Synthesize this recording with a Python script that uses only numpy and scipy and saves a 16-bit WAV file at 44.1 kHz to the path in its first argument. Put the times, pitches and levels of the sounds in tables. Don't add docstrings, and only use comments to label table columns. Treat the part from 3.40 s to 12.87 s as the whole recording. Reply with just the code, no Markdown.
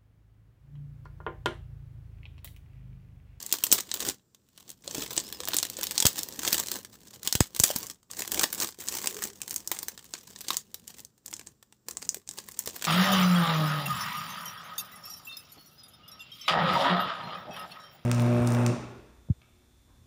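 import sys
import numpy as np
from scipy import signal
from scipy.fft import rfft, irfft, next_fast_len
from scipy.io import wavfile
from scipy.ndimage import uniform_filter1d

SR = 44100
rng = np.random.default_rng(int(sys.argv[2]) if len(sys.argv) > 2 else 0)


def to_wav(sig):
    pcm = np.clip(np.atleast_2d(sig), -1, 1) * 32767
    pcm = np.round(pcm).astype(np.int16)
    wavfile.write(sys.argv[1], SR, pcm.T)


N = 417627


def amp(db):
    return 10 ** (np.asarray(db) / 20)


def unit(x):
    return x / np.sqrt(np.mean(x ** 2) + 1e-20)


def along(points, hz):
    f, v = np.transpose(points)
    return np.interp(np.log(hz + 1), np.log(f + 1), v)


def filtered(x, response):
    padded = next_fast_len(N + SR // 2)
    spectrum = rfft(x, padded) * response(np.fft.rfftfreq(padded, 1 / SR))
    return irfft(spectrum, padded)[:N]


def causal(db):
    cepstrum = irfft(np.log(amp(db)))
    half = len(cepstrum) // 2
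    cepstrum[1:half] *= 2
    cepstrum[half + 1:] = 0
    return irfft(np.exp(rfft(cepstrum)))


def add(track, s, sound):
    start = max(0, round(s * SR))
    part = track[start:start + len(sound)]
    part += sound[:len(part)]


def changing(x, response, size):
    out = np.zeros(N)
    for start in range(0, N, size):
        stretch = x[start:start + size]
        add(out, start / SR, signal.fftconvolve(stretch, response()))
    return out


def grains(rate, spread_db, even_s):
    sizes = amp(spread_db * rng.standard_normal(N)) * rng.choice([-1, 1], N)
    train = sizes * (rng.random(N) < rate / SR)
    width = max(8, int(even_s * SR))
    power = np.abs(uniform_filter1d(uniform_filter1d(train ** 2, width), width))
    return unit(train / np.sqrt(power + .01 * np.mean(power)))


def flick(ring_db, t60, size=1024):
    t = np.arange(size) / SR
    ring = rng.standard_normal(size) * amp(-60 * t / t60) * (1 - np.exp(-t / .0003))
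    ring *= amp(ring_db) / np.linalg.norm(ring)
    ring[0] = rng.choice([-1, 1])
    return ring


def hump(hz, centre_hz, octaves):
    return np.exp(-(np.log2((hz + 1) / centre_hz) / octaves) ** 2)


# f/Hz, relative density/dB
AIR_SPECTRUM = [(12, -35), (20, -4.5), (219, -6.5), (416, -8.5), (686, -18), (1230, -18), (1770, -22.5),
                (2090, -28.5), (3170, -25), (4430, -23.5), (5850, -19), (6540, -25), (7310, -14),
                (9930, -32), (12100, -31.5), (14300, -22), (15500, -23)]
# f/Hz, rms level/dB
HUM_TONES = [(123.8, -78.5), (207, -82.5)]


def still_room(air_db):
    t = np.arange(N) / SR
    air = unit(filtered(rng.standard_normal(N), lambda hz: amp(along(AIR_SPECTRUM, hz))))
    hum = sum(amp(db) * np.sqrt(2) * np.sin(2 * np.pi * hz * t) for hz, db in HUM_TONES)
    return amp(air_db) * air + hum


# t/s, duration/s, crinkle level/dB, rub level/dB (before the rub's trim)
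HOLD_EVENTS = [(0.0, 0.29, -47, -60), (1.457, 1.94, -49.5, -51), (3.426, 0.73, -62.5, -61.5),
               (4.16, 0.349, -50.5, -58), (4.715, .58, -49.5, -58), (5.4, 0.486, -44.5, -54),
               (5.948, .6, -55, -59), (6.588, 0.617, -56.5, -64.5), (7.244, .41, -64, -66.5),
               (7.862, 0.24, -61.5, -61.5), (8.479, .28, -57, -59), (8.886, 0.54, -56, -62.5)]
GRAB_S, LET_GO_DB_PER_S = 0.024, 407
# t of the hardest pull/s, build-up/s, crinkle level/dB, rub level/dB (before the rub's trim)
TUG_EVENTS = [(0.336, 0.057, -30.5, -33), (.39, 0.11, -34.5, -54), (0.688, 0.22, -31.5, -35.5),
              (1.22, 0.18, -57, -70), (1.309, 0.14, -51.5, -57.5), (1.562, 0.067, -34, -39.5),
              (1.633, 0.15, -34, -38.5), (1.711, 0.016, -34.5, -38.5), (1.78, 0.078, -36, -45),
              (2.17, 0.18, -41, -42), (2.391, .04, -39, -46.5), (2.57, 0.23, -39, -55.5),
              (2.675, 0.012, -33, -51.5), (2.784, 0.05, -30, -43), (3.082, 0.13, -30.5, -39),
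              (3.15, 0.087, -28.5, -40), (3.21, 0.12, -31.5, -42), (3.365, 0.22, -36, -43.5),
              (3.531, 0.018, -44, -67), (3.67, 0.048, -52, -69), (3.76, 0.056, -48, -54),
              (3.86, 0.045, -38, -45.5), (4.31, 0.11, -28.5, -49), (4.44, 0.28, -38, -46.5),
              (4.795, 0.0386, -31, -38.5), (4.96, .08, -33, -33.5), (5.032, 0.13, -28.5, -36),
              (5.23, 0.12, -27.5, -36.5), (5.57, 0.135, -33, -52.5), (5.67, 0.23, -34, -45.5),
              (5.851, 0.051, -34, -43), (6.12, 0.097, -42.5, -53), (6.43, 0.14, -44, -53),
              (6.91, .15, -57, -62), (7.149, 0.17, -39.5, -50), (7.501, 0.023, -45.5, -66),
              (7.6, 0.097, -49.5, -60), (8.98, 0.024, -38.5, -59), (9.2, .04, -44, -65),
              (9.275, 0.04, -43, -45), (9.353, 0.043, -38, -47), (9.46, .08, -37.5, -50)]
TIGHTEN_DB, SLACKEN_DB_PER_S = 22, 452.5
SETTLE_DB, SETTLE_PER_BODY, SETTLE_DB_PER_S = -17.5, 0.43, 348.5


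def handling():
    t = np.arange(0, N, 44) / SR
    power = np.full((2, len(t)), 1e-10)
    for s, length, *db in HOLD_EVENTS:
        grab = np.clip((t - s) / GRAB_S + 1, 0, 1)
        let_go = amp(-LET_GO_DB_PER_S * np.maximum(t - s - length, 0))
        power += np.outer(amp(db), grab * let_go) ** 2
    for s, build_s, *db in TUG_EVENTS:
        drop_db = np.maximum(TIGHTEN_DB * (s - t) / build_s, SLACKEN_DB_PER_S * (t - s))
        power += np.outer(amp(db), amp(-drop_db)) ** 2
    for s, db, body_db, _ in CREASE_SNAPS:
        peak_db = db + SETTLE_DB + SETTLE_PER_BODY * body_db
        power[0] += (t > s) * amp(peak_db - SETTLE_DB_PER_S * np.abs(t - s)) ** 2
    return [np.interp(np.arange(N) / SR, t, 10 * np.log10(p)) for p in power]


# t/s, level/dB
BITE_LEVELS = [(0.0, 0.5), (.6, 3), (1.6, 3.5), (2.2, 5), (2.7, 3), (3.2, 0), (4.0, 2.5), (4.5, -1.5),
               (5.1, -1.5), (5.9, -3), (6.4, -2.5), (7.1, 2.5), (7.7, -1), (8.6, -6), (9.4, 0)]


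def bite_level(s):
    return np.interp(s, *np.transpose(BITE_LEVELS))


def bite(hz):
    return hump(hz, centre_hz=3533, octaves=.55)


# f/Hz, relative density/dB
CRINKLE_SPECTRUM = [(150, -24), (600, -4.5), (1050, 1), (1350, -4.5), (1750, -0.5), (2300, -4),
                    (3200, -0.5), (5000, 0.5), (7800, 3), (10000, -6.5), (12500, -7), (15000, 3)]
USUAL_DB = -40.5
SIZZLE_PER_DB, SIZZLE_HZ = 0.08, 9500
SMOOTH_PER_DB = 0.2


def crinkle(db, level_db, slide_db):
    effort_db = np.clip(db - USUAL_DB, -20, 20)
    ticks = grains(450 + 500 * amp(.5 * effort_db), spread_db=8, even_s=0.034)
    sheet = unit(changing(ticks, lambda: flick(ring_db=0.0, t60=0.012, size=512), size=1024))
    slide = amp(slide_db - SMOOTH_PER_DB * effort_db)
    rustle = (sheet + slide * rng.standard_normal(N)) / np.hypot(1, slide)
    colour = causal(along(CRINKLE_SPECTRUM, np.linspace(0, SR / 2, num=2 ** 9 + 1)))
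    colour /= np.linalg.norm(colour)
    sound = signal.fftconvolve(amp(db + level_db) * rustle, colour)[:N]
    top = filtered(sound, lambda hz: 1 - 1 / (1 + (hz / SIZZLE_HZ) ** 20))
    extra_top = (amp(SIZZLE_PER_DB * effort_db) - 1) * top
    extra_bite = (amp(bite_level(np.arange(N) / SR)) - 1) * filtered(sound, bite)
    return sound + extra_top + extra_bite


# f/Hz, relative density/dB
RUB_SPECTRUM = [(25, -28), (70, -4.5), (160, -6), (330, 3), (500, 0.5), (680, -8.5), (1050, -9),
                (2000, -30.5), (5000, -48.5)]


def rub(db, level_db):
    slips = grains(500, spread_db=4.5, even_s=0.056)
    return amp(db + level_db) * unit(filtered(slips, lambda hz: amp(along(RUB_SPECTRUM, hz))))


# f/Hz, relative density/dB
GRIP_SPECTRUM = [(25, -18), (70, -3), (140, -4.5), (210, -0.5), (320, -15.5), (700, -32)]


def grip(rub_db, level_db, follow):
    rumble = unit(filtered(rng.standard_normal(N), lambda hz: amp(along(GRIP_SPECTRUM, hz))))
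    return amp(level_db + follow * (rub_db + 54)) * rumble


LESSER_DB, LESSER_SPREAD_DB, LESSER_FOLLOW = 5.5, 4, 0.91


def small_snaps(crinkle_db, body_db, sizzle_db, count):
    s = rng.uniform(0, N / SR, count)
    strength, body, sizzle = rng.standard_normal((count, 3)).T
    effort_db = crinkle_db[(s * SR).astype(int)] - USUAL_DB
    db = USUAL_DB + LESSER_DB + LESSER_FOLLOW * effort_db + LESSER_SPREAD_DB * strength
    sizzles_db = sizzle_db + SIZZLE_PER_DB * effort_db + 5 * sizzle
    return np.column_stack([s, db, body_db + 7 * body, sizzles_db])


# t/s, level over 5 ms/dB (before a common trim),
# body at 1 to 1.8 kHz/dB, sizzle from 11.5 kHz up/dB (both before the shared spectrum)
CREASE_SNAPS = [(0.0284, -33, -18.5, -2.5), (0.0643, -29.5, -21, 0), (0.1256, -9.5, -16.5, 2.5),
                (0.14, -28.5, 1.5, -2), (0.1864, -33.5, -7, 0), (0.2383, -9, -9, 7),
                (0.3165, -14, -14, -7.5), (0.3257, -2.5, -17, 2.5), (0.3296, -9, -21.5, 5.5),
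                (0.3862, -30.5, -4, -3), (0.406, -27, -11.5, -1), (0.5154, -24.5, -10, -17.5),
                (0.541, -20.5, -9, 3), (0.6044, -25.5, -5.5, -5), (0.744, -55, -13, -6),
                (0.9476, -49.5, -6, -5), (1.1771, -45.5, -12, -3), (1.303, -36.5, -19, -8),
                (1.4776, -30.5, -14, -15), (1.511, -33.5, -11, -12), (1.623, -31, -4, -18),
                (1.766, -27.5, -8, 2), (1.7782, -18, -11, -35), (1.801, -30.5, -22, -12),
                (1.9258, -29, 0.5, 5), (2.0038, -31, -3, -9), (2.035, -35.5, 4, -8),
                (2.0537, -31.5, -22, -3), (2.0753, -29.5, 3, -1), (2.119, -39, 4, -8),
                (2.0856, -21, -2.5, 8), (2.1347, -24, -1.5, -13), (2.1432, -21, -3, 6),
                (2.167, -14.5, -19, 3), (2.1862, -18.5, -15.5, -11), (2.229, -19.5, -6.5, -0.5),
                (2.2518, -28.5, 2, 1.5), (2.3, -30, -14, -3), (2.369, -32.5, -18.5, -16),
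                (2.4119, -29, -2, 4), (2.432, -22.5, -6, 4), (2.439, -21.5, -6, 7.5),
                (2.4694, -26, -8, -0.5), (2.5106, -24.5, -8, 0.5), (2.5793, -15, -14, -6),
                (2.6026, -15, -11.5, -4.5), (2.6249, -16, -9.5, -3), (2.6541, -11, -4.5, -2.5),
                (2.6663, -10.5, -14, 0.5), (2.6677, -12, -13.5, 4.5), (2.791, -24, -10, 1),
                (2.8327, -24.5, -18, 1), (2.8872, -31.5, -3, 8), (2.992, -26, -2.5, 1),
                (3.033, -27.5, -2, -1), (3.05, -27, 5, -8), (3.0768, -19, -1.5, -3), (3.1287, -12, -7, 3),
                (3.1446, -21, -5, -3), (3.18, -24.5, -8, -6), (3.198, -22, -4, 4), (3.271, -32, -14, -3),
                (3.2849, -29, -7, -4), (3.3163, -22, -8, 3), (3.4488, -37, -4, -2),
                (3.832, -33.5, -19.5, 1.5), (3.8746, -16.5, -8.5, -1.5), (3.926, -16, -11, -0.5),
                (3.953, -15, -11, 0), (4.0055, -13.5, -7.5, -5), (4.1487, -33, -9.5, -1.5),
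                (4.164, -27, -6.5, 1.5), (4.1935, -26, -13.5, 3), (4.1994, -10, -17, 0.5),
                (4.2363, -5.5, -16, 6), (4.2389, -10, -7.5, -9.5), (4.3615, -18.5, -5, 4.5),
                (4.3864, -26.5, -18, 15), (4.4682, -34, -20, -1), (4.4997, -32.5, -9.5, -5),
                (4.63, -55, 0, -3), (4.7137, -33.5, -23, -8), (4.821, -26.5, -3.5, -2),
                (4.8773, -28.5, -3, 0.5), (4.9186, -20, -8.5, 3), (4.9447, -23, 0, 2),
                (4.9945, -17, -7, -7), (5.0338, -14.5, -5, 1.5), (5.129, -23, -4, 5.5),
                (5.2017, -22.5, -5, -1), (5.2229, -25, -2, -11), (5.2453, -28, -1, -1),
                (5.289, -35, -1, -5), (5.4, -43, 0, 2), (5.4858, -23.5, -14.5, -10), (5.6424, -29.5, 0, -5),
                (5.6724, -18, -8, -5), (5.698, -36, -8, 3), (5.7677, -35, -2, -6), (5.822, -28, 8.5, 11),
                (5.8386, -24, -15, -2), (6.0174, -28, -14, -6.5), (6.079, -31.5, -9, -1),
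                (6.109, -26.5, -11.5, 0), (6.1425, -29, -18, 2.5), (6.162, -21.5, -15.5, 0),
                (6.2753, -25, -18, 0.5), (6.316, -19, 6, 5.5), (6.389, -30, -11, -8), (6.43, -26.5, -7, 7),
                (6.484, -25, -6.5, 1), (6.5773, -39.5, 0, -6), (6.738, -29, -8, -14),
                (6.9611, -38.5, -8.5, -18), (6.9885, -43, -11, -3), (7.008, -35, -8.5, 0),
                (7.014, -34.5, -9, 4), (7.084, -26.5, -11.5, -5), (7.105, -20.5, 6.5, 0),
                (7.1692, -19.5, -21.5, -5), (7.344, -30, -9, 3), (7.4787, -35, -15, -2),
                (7.604, -40.5, -25, 0), (7.6498, -39.5, -28, -8), (7.779, -56.5, -5, -2),
                (7.8616, -33, -25, 0), (7.8802, -39.5, -6, -5), (7.913, -41, -15, -1),
                (7.9289, -37.5, 4.5, -5), (7.9386, -30.5, -16, -10), (7.966, -40, -16, -10),
                (7.9947, -39, -4, -7), (8.0125, -45.5, 0, -18), (8.0712, -38.5, -10, -14),
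                (8.2274, -47.5, 1, -2), (8.325, -50, 0, -6), (8.4853, -28.5, -0.5, 0),
                (8.51, -36.5, -11, -10), (8.5704, -29, -9, -17), (8.6264, -34.5, -5, -12),
                (8.6505, -43, -12, -14), (8.6917, -19.5, -25, -16), (8.745, -29, -8.5, -1.5),
                (8.7702, -43, -7, -7), (8.876, -42, -18, -20.5), (8.8902, -31, -14.5, -11.5),
                (8.912, -36, -17, -13), (8.9863, -35, -9, -12), (9.087, -36, 1, 1.5), (9.143, -47, -4, -14),
                (9.173, -46, -6, -4), (9.1914, -20, -21, 4), (9.2599, -30, -6, 7), (9.2748, -28, -4, -0.5),
                (9.308, -43, -12, -19), (9.4238, -31, -2, -4), (9.4428, -29, 4, -1),
                (9.4508, -23.5, -5, -4)]
# f/Hz, relative density/dB
SNAP_SPECTRUM = [(40, -5.5), (130, -10), (330, 12.5), (680, 2.5), (1050, 5.5), (1350, 1), (1750, 5.5),
                 (2300, 0.5), (3200, 4), (5000, 3), (7800, 5.5), (10500, -2.5), (15000, 3)]
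BITE_PER_BODY = 0.51
CREASE_HZ, CREASE_SPREAD_OCTAVES = 4200, 0.76
CREASE_DB, CREASE_OCTAVES = 5, .35


def snaps(rows, level_db, ring_db, ring_per_body, ripple_db, size=768):
    out, hz = np.zeros(N), np.fft.rfftfreq(size, 1 / SR)
    attack = SR // 200
    ripple_hz = np.geomspace(250, 2800, num=18)
    anchors_hz = np.array([400, 1000, 1800, 3800, 6500, 8300, 11500])
    film = along(SNAP_SPECTRUM, hz)
    for s, db, body_db, sizzle_db in rows:
        bass_db = min(body_db, -2) - 4
        bite_db = BITE_PER_BODY * body_db
        anchors_db = [bass_db, body_db, body_db, bite_db, 0, 0, sizzle_db]
        own = np.interp(np.log(hz + 1), np.log(anchors_hz), anchors_db)
        own = own + bite_level(s) * bite(hz)
        crease_hz = CREASE_HZ * 2 ** (CREASE_SPREAD_OCTAVES * rng.standard_normal())
        own = own + CREASE_DB * hump(hz, crease_hz, CREASE_OCTAVES)
        ups_and_downs_db = ripple_db * rng.standard_normal(len(ripple_hz))
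        ripple = np.interp(hz, ripple_hz, ups_and_downs_db, left=0, right=0)
        buckle = flick(ring_db + ring_per_body * min(body_db, 0), t60=0.02, size=size)
        snap = np.convolve(buckle, causal(own + ripple + film))
        add(out, s, amp(db + level_db) * snap / np.sqrt(np.mean(snap[:attack] ** 2)))
    return out


# f/Hz, t60/s
ROOM_DECAY = [(200, 0.13), (1500, 0.15), (5000, 0.14), (9000, 0.12), (15000, 0.13)]


def room_tail():
    hz, t, z = signal.stft(rng.standard_normal(SR // 3), SR, nperseg=256)
    decay = amp(-60 * t / along(ROOM_DECAY, hz)[:, None])
    tail = signal.istft(z * decay, SR, nperseg=256)[1]
    tail *= 1 - np.exp(-np.arange(len(tail)) / SR / 0.0035)
    return tail / np.linalg.norm(tail)


# t/s, initial level of the decay/dB, f/Hz
KNOCK_EVENTS = [(1.477, -32, 550), (1.581, -25, 280), (1.777, -24, 333), (2.004, -32.5, 500),
                (2.085, -29.5, 666), (2.144, -25.5, 314), (2.388, -29.5, 530), (2.792, -34, 317),
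                (2.988, -32.5, 252), (4.303, -21, 580), (4.359, -26.5, 204), (5.387, -38, 386),
                (8.769, -36.5, 407), (9.274, -29, 460)]


def knocks(t60, overtone_db):
    out, t = np.zeros(N), np.arange(SR // 8) / SR
    for s, db, hz in KNOCK_EVENTS:
        overtone = amp(overtone_db) * np.sin(2 * np.pi * 1.2 * hz * t)
        ring = np.sin(2 * np.pi * hz * t) + overtone
        add(out, s, amp(db - 60 * t / t60) * ring * (1 - np.exp(-t / 0.00044)))
    return out


# t/s, f/Hz, rms level/dB
FILM_SQUEAK_PATH = [(1.8, 4900, -70), (1.83, 4760, -59), (1.868, 5270, -48), (1.908, 5630, -67),
                    (1.952, 5100, -47), (1.99, 4930, -74)]
# t/s, f/Hz, rms level/dB
FINGER_DRAG_PATH = [(5.68, 390, -56), (5.72, 404.5, -51), (5.78, 443, -46), (5.82, 381, -57),
                    (5.92, 382, -55), (5.97, 334, -78)]


def squeak(rows, jitter):
    s, hz, db = np.transpose(rows)
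    t = np.arange(round(s[0] * SR), round(s[-1] * SR)) / SR
    waver = unit(uniform_filter1d(rng.standard_normal(len(t)), size=180))
    pitch = np.interp(t, s, hz) * (1 + jitter * waver)
    phase = 2 * np.pi * np.cumsum(pitch) / SR
    out = np.zeros(N)
    add(out, s[0], np.sqrt(2) * amp(np.interp(t, s, db)) * np.sin(phase))
    return out


# t/s, nominal peak level/dB
PUFF_EVENTS = [(2.6527, -8), (3.9527, -13), (4.0069, -2), (4.2012, -13.5), (4.236, -24.5)]


def puffs(swing_hz, decay_s, rise_s):
    out, t = np.zeros(N), np.arange(SR // 10) / SR
    swing = np.cos(2 * np.pi * swing_hz * t + 1) * np.exp(-t / decay_s)
    swing += 0.38 * np.exp(-t / 0.0013)
    for s, db in PUFF_EVENTS:
        add(out, s, amp(db) * swing * (1 - np.exp(-t / rise_s)))
    return out


def scene():
    crinkle_db, rub_db = handling()
    lesser = small_snaps(crinkle_db, body_db=-7.5, sizzle_db=-2, count=380)
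    creases = np.vstack([CREASE_SNAPS, lesser])
    film = snaps(creases, level_db=-1, ring_db=2.0, ring_per_body=0.3, ripple_db=2.5)
    film += crinkle(crinkle_db, level_db=0.0, slide_db=-8.0)
    board = rub(rub_db, level_db=-4.5) + grip(rub_db, level_db=-59.0, follow=0.43)
    board += knocks(t60=0.03, overtone_db=-16.5)
    squeaks = squeak(FILM_SQUEAK_PATH, jitter=0.0025) + squeak(FINGER_DRAG_PATH, jitter=0.097)
    near = film + board + squeaks
    echo = amp(-13.0) * changing(near, room_tail, size=8192)
    air_puffs = puffs(swing_hz=88, decay_s=0.0033, rise_s=.0001)
    return (near + echo + air_puffs + still_room(air_db=-71))[None]


def suppress(x, threshold_db, depth_db):
    treble = filtered(x, lambda hz: hz ** 4 / (hz ** 4 + 600 ** 4))
    power = np.abs(uniform_filter1d(treble ** 2, size=400))
    gain_db = np.clip(10 * np.log10(power + 1e-14) - threshold_db, -depth_db, 0)
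    return x + (amp(gain_db) - 1) * treble


TOP_HZ = 15550


def slope_off(hz):
    return amp(np.interp(hz - TOP_HZ, [-100, 250, 800, 1250, 1500], [0, -18, -19, -50, -120]))


def record(dry):
    thin = signal.sosfilt(signal.butter(2, 44, 'high', fs=SR, output='sos'), dry[0])
    hushed = suppress(thin, threshold_db=-56.0, depth_db=2.5)
    rounded = hushed / (1 + np.abs(hushed / .74) ** 4) ** (1 / 4)
    return filtered(rounded, slope_off)[None]


dry = scene()
out = record(dry)
to_wav(out)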